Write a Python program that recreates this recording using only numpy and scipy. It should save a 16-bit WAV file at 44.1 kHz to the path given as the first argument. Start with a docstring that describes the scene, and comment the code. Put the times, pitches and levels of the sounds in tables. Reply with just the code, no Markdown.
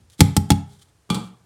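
"""A quiet hum, hiss and low rumble (filtered noise) run throughout; gloves and scraps rustle as dense random
grains, first softly on their own. After a faint lead-in a plastic bowl is knocked three times on the rim of a
large bin, close to the microphone, the last knock in two touches: each is a noise crack with decaying bowl
and bin modes. Last, again after a faint lead-in, the bowl is set down on a hard surface, where it bounces:
weaker cracks and modes. A small room answers with an echo of decaying noise bands."""
import sys
import numpy as np
from scipy import signal
from scipy.fft import rfft, irfft
from scipy.io import wavfile

SR = 44100
rng = np.random.default_rng(int(sys.argv[2]) if len(sys.argv) > 2 else 0)


def digitize_waveform(pressure):
    """Quantize a signal to 16-bit integers and store it at the path in sys.argv[1].

    Rows of a 2-D input are taken as channels; values are limited to [-1, 1].
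    """
    field = np.atleast_2d(pressure).T
    bounded = np.clip(field, -1, 1)
    quanta = np.round(bounded * 32767).astype(np.int16)
    wavfile.write(sys.argv[1], SR, quanta)


def level_to_linear(level):
    """Convert decibel levels to linear amplitude factors, elementwise."""
    exponent = np.asarray(level, float) / 20
    return 10 ** exponent


N = 63945  # length in samples

# Spectrum of the hum and hiss: [f/Hz, relative level/dB]
HUM_SPECTRUM = [(24, -53), (40, -23.5), (118, -0.5), (231, -23.5), (320, -12.5), (1720, -22), (2700, -25.5),
                (9220, -26), (16000, -43)]
# Level of the low rumble over time: [t/s, level/dB]
RUMBLE_LEVEL = [(0, -50), (0.151, -67), (0.798, -64), (.97, -64), (1.45, -67.5)]
# Swells of the rustle: [middle t/s, full width at 1/e t/s, level/dB]
RUSTLE_SWELLS = [(.01, 0.012, -68.5), (0.1, 0.0021, -54), (.105, .01, -58.5), (0.134, 0.037, -55.5),
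                 (0.182, 0.0029, -57.5), (0.201, 0.026, -42), (0.236, 0.025, -42.5), (0.369, 0.06, -53.5),
                 (0.496, .015, -52.5), (0.727, .11, -59.5), (0.798, 0.023, -61), (0.825, 0.019, -51.5),
                 (0.854, 0.031, -66.5), (.89, 0.026, -67), (1.256, .07, -56.5)]
# Spectrum of the rustle: [f/Hz, relative level/dB]
RUSTLE_SPECTRUM = [(710, -38), (1200, -2), (2860, -7.5), (3110, 6), (4750, 0), (5180, -1), (9410, 0.5),
                   (15200, -17.5), (16000, -14)]
# Reverberation time of the room: [f/Hz, t60/s]
ROOM_DECAY = [(60, 0.87), (250, 0.27), (800, 0.45), (2000, 0.38), (5000, 0.33), (10000, 0.3), (16000, 0.22)]
# Strength of the room echo: [f/Hz, level/dB]
ROOM_LEVEL = [(60, -26.5), (250, -15), (800, -11.5), (2000, -13), (5000, -18), (10000, -17), (16000, -19)]
# Knocks of bowl on bin: a faint lead-in just before the first, then three knocks, the last in two touches:
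# [t/s, crack level/dB, bin level/dB, bowl level/dB, contact t/ms on the bin,
# spot on the rim (0-1), crack tilt/(dB per octave)]
KNOCKS = [(0.193, -42.5, -15, -49, 3.0, 0, 0.3), (0.2056, -7.5, 1, -16.5, 1.3, .3, -.5),
          (0.3659, -16, -4.5, -21, 1.6, .35, 1.47), (0.5037, -15, -3.5, -16.5, 0.78, 0.29, -0.3),
          (0.5181, -24, -11, -30, 0.61, 0.37, -2.7)]
# Where the bowl is struck, for each row of the knocks: [share of the bowl's rim]
BOWL_SPOTS = [.05, 0.085, .3, .49, .49]
# Spectrum of the rim crack: [f/Hz, relative level/dB]
CRACK_SPECTRUM = [(410, -28.5), (700, -6), (1500, -11.5), (2130, -3.5), (2660, -7.5), (5330, -2),
                  (6480, -8.5), (7590, -5), (12200, -12), (16000, -25)]
# Modes of the bowl held in the hand: [f/Hz, level/dB, late t60/s, half waves round the rim]
BOWL_MODES = [(250, 5.5, 0.093, 0.51), (492.8, -3.5, 0.099, 1.1), (671, -5, .07, 1.3),
              (814, -7, 0.07, 0.43), (809, -9.5, 0.45, 0.26), (848.9, 4.5, .1, 0.12), (890, -5, 0.057, 0.3),
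              (1332, -4, .05, 3.3), (2280, -10, .03, 1.5), (3350, -0.5, .06, 1.7), (4297, -8, 0.12, 1.2),
              (5250, -5.5, .03, 1.1)]
# Modes of the bin walls: [f/Hz, level/dB, late t60/s, swell t/ms, half waves along the rim]
BIN_MODES = [(63.8, -12, 0.2, 3.2, 0.47), (93.05, 1.5, 0.29, 12, 0.44), (127.04, -4.5, 0.43, 2, 0.99),
             (157.13, 1.5, 0.36, 4.1, 1.05), (199.5, -5.5, 0.33, 3.1, 2.8), (221, -18.5, 0.54, 2.4, 8.7),
             (276.7, -7, .3, 3, 3.8), (351, -18, 0.15, 5.3, 3.6), (406, -26, 0.6, 3, 5.9)]
# Set-down of the bowl: a faint lead-in, the landing and its bounces:
# [t/s, crack level/dB, ring level/dB, contact t/ms before scaling, crack tilt/(dB per octave)]
SET_DOWN = [(1.093, -50, -36, 2.8, -1), (1.1013, -24.5, -12.5, 0.56, 3.3), (1.119, -39, -20.5, 2.8, -2.5),
            (1.1453, -27, -18, 2.6, 4), (1.167, -43, -20.5, 1.5, 0.5), (1.182, -37, -35, 1.1, -5.5)]
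# Spectrum of the set-down crack: [f/Hz, relative level/dB]
TAP_SPECTRUM = [(210, -11.5), (350, 3), (754, -14), (1340, -11.5), (1760, -29.5), (3340, -14.5),
                (4520, -17.5), (5390, -28), (8310, -25.5), (16000, -51.5)]
# Modes of the surface and the free bowl: [f/Hz, level/dB, late t60/s]
SURFACE_MODES = [(80, -15, 0.27), (117.8, -14, 0.46), (174.3, 0.5, 0.17), (219.2, -2.5, 0.22),
                 (311.5, -16, 0.32), (400, -20.5, 0.35), (467.3, -22, 0.23), (722, -26, 0.134),
                 (851, -17.5, 0.15), (1182.4, -9, 0.066), (2369, -15, 0.11), (3130, -17.5, 0.077),
                 (3380, -7, 0.13), (3900, -43, .08), (4524, -12, 0.081)]

HUM_DB = -64
RUMBLE_HZ, RUMBLE_WIDTH_HZ = 85, 72  # width of each of two equal resonators
GRAINS_PER_S, GRAIN_SPREAD_DB = 15000, 1.2
ROOM_LAG_S = 0.012  # time constant of the echo's onset
CRACK_HOLD_S, CRACK_T60_S = 0.0023, 0.034
TAP_HOLD_S, TAP_T60_S = 0.003, 0.066
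CRACK_TICK_DB, TAP_TICK_DB, TICK_T60_S = 2, -6, 0.0054  # short extra burst at the start of each crack
EARLY_T60_S, LATE_DB = 0.083, -8  # extra early loss, and level of the later ring
WAVER_PER_S, WAVER_CYCLES = 30, 0.14  # phase steps per second, and their spread at 250 Hz
SURFACE_SWELL_CYCLES = 0.44  # onset time constant in periods of the mode
SET_DOWN_ROOM_DB = 12.5  # farther off, so more of the room
MIC_LOW_HZ, CLIP_LEVEL = 36.4, 1.0


def across(table, hz):
    """Linear interpolation of a (f/Hz, value) table on a log-frequency axis."""
    rows = np.array(table, float)
    return np.interp(np.log(np.maximum(hz, 1)), np.log(rows[:, 0]), rows[:, 1])


def coloured(x, table):
    """Spectral shaping: multiply the spectrum of x by the table, then normalise to rms 1."""
    gain = level_to_linear(across(table, np.fft.rfftfreq(len(x), 1 / SR)))
    y = irfft(rfft(x) * gain, len(x))
    return y / np.sqrt(np.mean(y ** 2))


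def background():
    """Filtered noise: steady shaped hum and hiss, plus resonant low rumble that falls from its first level."""
    hum = level_to_linear(HUM_DB) * coloured(rng.standard_normal(N), HUM_SPECTRUM)
    b, a = signal.iirpeak(RUMBLE_HZ, RUMBLE_HZ / RUMBLE_WIDTH_HZ, fs=SR)
    rumble = signal.lfilter(b, a, signal.lfilter(b, a, rng.standard_normal(N)))
    times, levels = np.array(RUMBLE_LEVEL).T
    return hum + rumble / rumble.std() * level_to_linear(np.interp(np.arange(N) / SR, times, levels))


def rustles():
    """Shot noise: dense random impulses of uneven strength, shaped in spectrum and in Gaussian swells."""
    t = np.arange(N) / SR
    present = rng.random(N) < GRAINS_PER_S / SR
    strength = level_to_linear(GRAIN_SPREAD_DB * rng.exponential(size=N))
    grains = present * rng.standard_normal(N) * strength
    swell = sum(level_to_linear(db) * np.exp(-(2 * (t - s) / length) ** 2) for s, length, db in RUSTLE_SWELLS)
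    return coloured(grains, RUSTLE_SPECTRUM) * swell


def room(x):
    """Diffuse reverberation: convolution with half-octave noise bands, each decaying at its own rate."""
    t, hz = np.arange(SR // 2) / SR, np.fft.rfftfreq(SR // 2, 1 / SR)
    noise, echo = rfft(rng.standard_normal(len(t))), 0
    for mid_hz in 45 * 2 ** (np.arange(18) / 2):
        octaves = np.log2(np.maximum(hz, 1) / mid_hz)
        window = np.cos(np.pi * np.clip(octaves, -0.5, 0.5)) ** 2
        band = irfft(noise * window, len(t))
        t60 = across(ROOM_DECAY, mid_hz)
        energy_scale = np.sqrt(2 * np.log(1000) / t60 / SR)  # offsets the greater energy of a long decay
        echo = echo + band * level_to_linear(across(ROOM_LEVEL, mid_hz) - 60 * t / t60) * energy_scale
    onset = 1 - np.exp(-t / ROOM_LAG_S)
    return signal.fftconvolve(x, echo * onset)[:N]


def crack(start_s, table, hold_s, t60_s, tilt_db, tick_db):
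    """Chattering contact: a burst of shaped noise that holds briefly, then decays exponentially."""
    t = np.arange(N) / SR - start_s
    tilted = [(hz, db + tilt_db * np.log2(hz / 4000)) for hz, db in table]
    noise = coloured(rng.standard_normal(N), tilted)
    body = level_to_linear(-60 * np.clip(t - hold_s, 0, 1) / t60_s)
    tick = level_to_linear(tick_db - 60 * np.clip(t, 0, 1) / TICK_T60_S)
    return noise * (t > 0) * (body + tick)


def ring(start_s, modes, contact_ms, swell_ms=None, shape=1):
    """Modal superposition: decaying sinusoids of wavering phase; longer contact weakens the high modes."""
    rows, t = np.array(modes, float), np.arange(int(0.6 * SR)) / SR
    hz, level_db, t60_s = rows[:, :1], rows[:, 1], rows[:, 2:3]
    sign = (-1) ** np.arange(1, len(rows) + 1)  # neighbouring modes in opposite sign
    gain = level_to_linear(level_db) / (1 + (rows[:, 0] * contact_ms / 1000) ** 2) * shape * sign
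    # the phase of each mode follows its own random walk
    walks = np.cumsum(rng.standard_normal((len(rows), 60)), axis=1)
    walks = walks - walks[:, :1]
    waver = np.array([np.interp(t * WAVER_PER_S, np.arange(1, 61), walk, left=0) for walk in walks])
    cycles = hz * t + WAVER_CYCLES * waver * (hz / 250) ** 0.4
    out = np.sin(2 * np.pi * cycles) * level_to_linear(-60 * t / t60_s)
    # a mode first loses energy fast, then rings on lower
    out = out * (level_to_linear(-60 * t / EARLY_T60_S) + level_to_linear(LATE_DB))
    if swell_ms is not None:
        out = out * (1 - np.exp(-1000 * t / swell_ms[:, None]))
    return np.concatenate([np.zeros(int(start_s * SR)), gain @ out, np.zeros(N)])[:N]


def mode_shape(half_waves, spot):
    """Standing-wave principle: a blow drives each mode by its displacement at the struck spot."""
    return np.abs(np.cos(np.pi * half_waves * spot))


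def knocks():
    """Impact excitation: the rim cracks, the bowl rings short, the bin walls swell and boom."""
    out, walls, bowl = np.zeros(N), np.array(BIN_MODES, float), np.array(BOWL_MODES, float)
    for row, bowl_spot in zip(KNOCKS, BOWL_SPOTS):
        s, crack_db, bin_db, bowl_db, contact_ms, bin_spot, tilt_db = row
        rim = crack(s, CRACK_SPECTRUM, CRACK_HOLD_S, CRACK_T60_S, tilt_db, CRACK_TICK_DB)
        bowl_shape = mode_shape(bowl[:, 3], bowl_spot)
        bowl_ring = ring(s, BOWL_MODES, 0.02 * contact_ms, None, bowl_shape)
        bin_shape = mode_shape(walls[:, 4], bin_spot)
        boom = ring(s, BIN_MODES, contact_ms, walls[:, 3], bin_shape)
        out = out + level_to_linear(crack_db) * rim + level_to_linear(bowl_db) * bowl_ring + level_to_linear(bin_db) * boom
    return out


def set_down():
    """Impact excitation: after a faint lead-in the bowl lands and bounces, with cracks and ringing modes."""
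    out = np.zeros(N)
    swell_ms = 1000 * SURFACE_SWELL_CYCLES / np.array(SURFACE_MODES)[:, 0]
    for s, crack_db, ring_db, contact_ms, tilt_db in SET_DOWN:
        tap = crack(s, TAP_SPECTRUM, TAP_HOLD_S, TAP_T60_S, tilt_db, TAP_TICK_DB)
        surface = ring(s, SURFACE_MODES, 0.37 * contact_ms, swell_ms)
        out = out + level_to_linear(crack_db) * tap + level_to_linear(ring_db) * surface
    return out


def scene():
    """Superposition of direct sound, room echo and background, as one channel."""
    near = knocks() + rustles()
    far = set_down()
    echo = room(near + level_to_linear(SET_DOWN_ROOM_DB) * far)
    return (near + far + echo + background())[None]


def low_pass(x):
    """Removes everything above the highest recorded frequency."""
    return signal.sosfilt(signal.butter(12, 16400, fs=SR, output="sos"), x)


def record(dry):
    """High-pass and saturation: the microphone drops the deepest bass; the input clips at full scale."""
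    high_pass = signal.butter(2, MIC_LOW_HZ, "high", fs=SR, output="sos")
    heard = signal.sosfilt(high_pass, dry)
    mix = np.clip(heard, -CLIP_LEVEL, CLIP_LEVEL)
    return low_pass(mix)


dry = scene()
out = record(dry)
digitize_waveform(out)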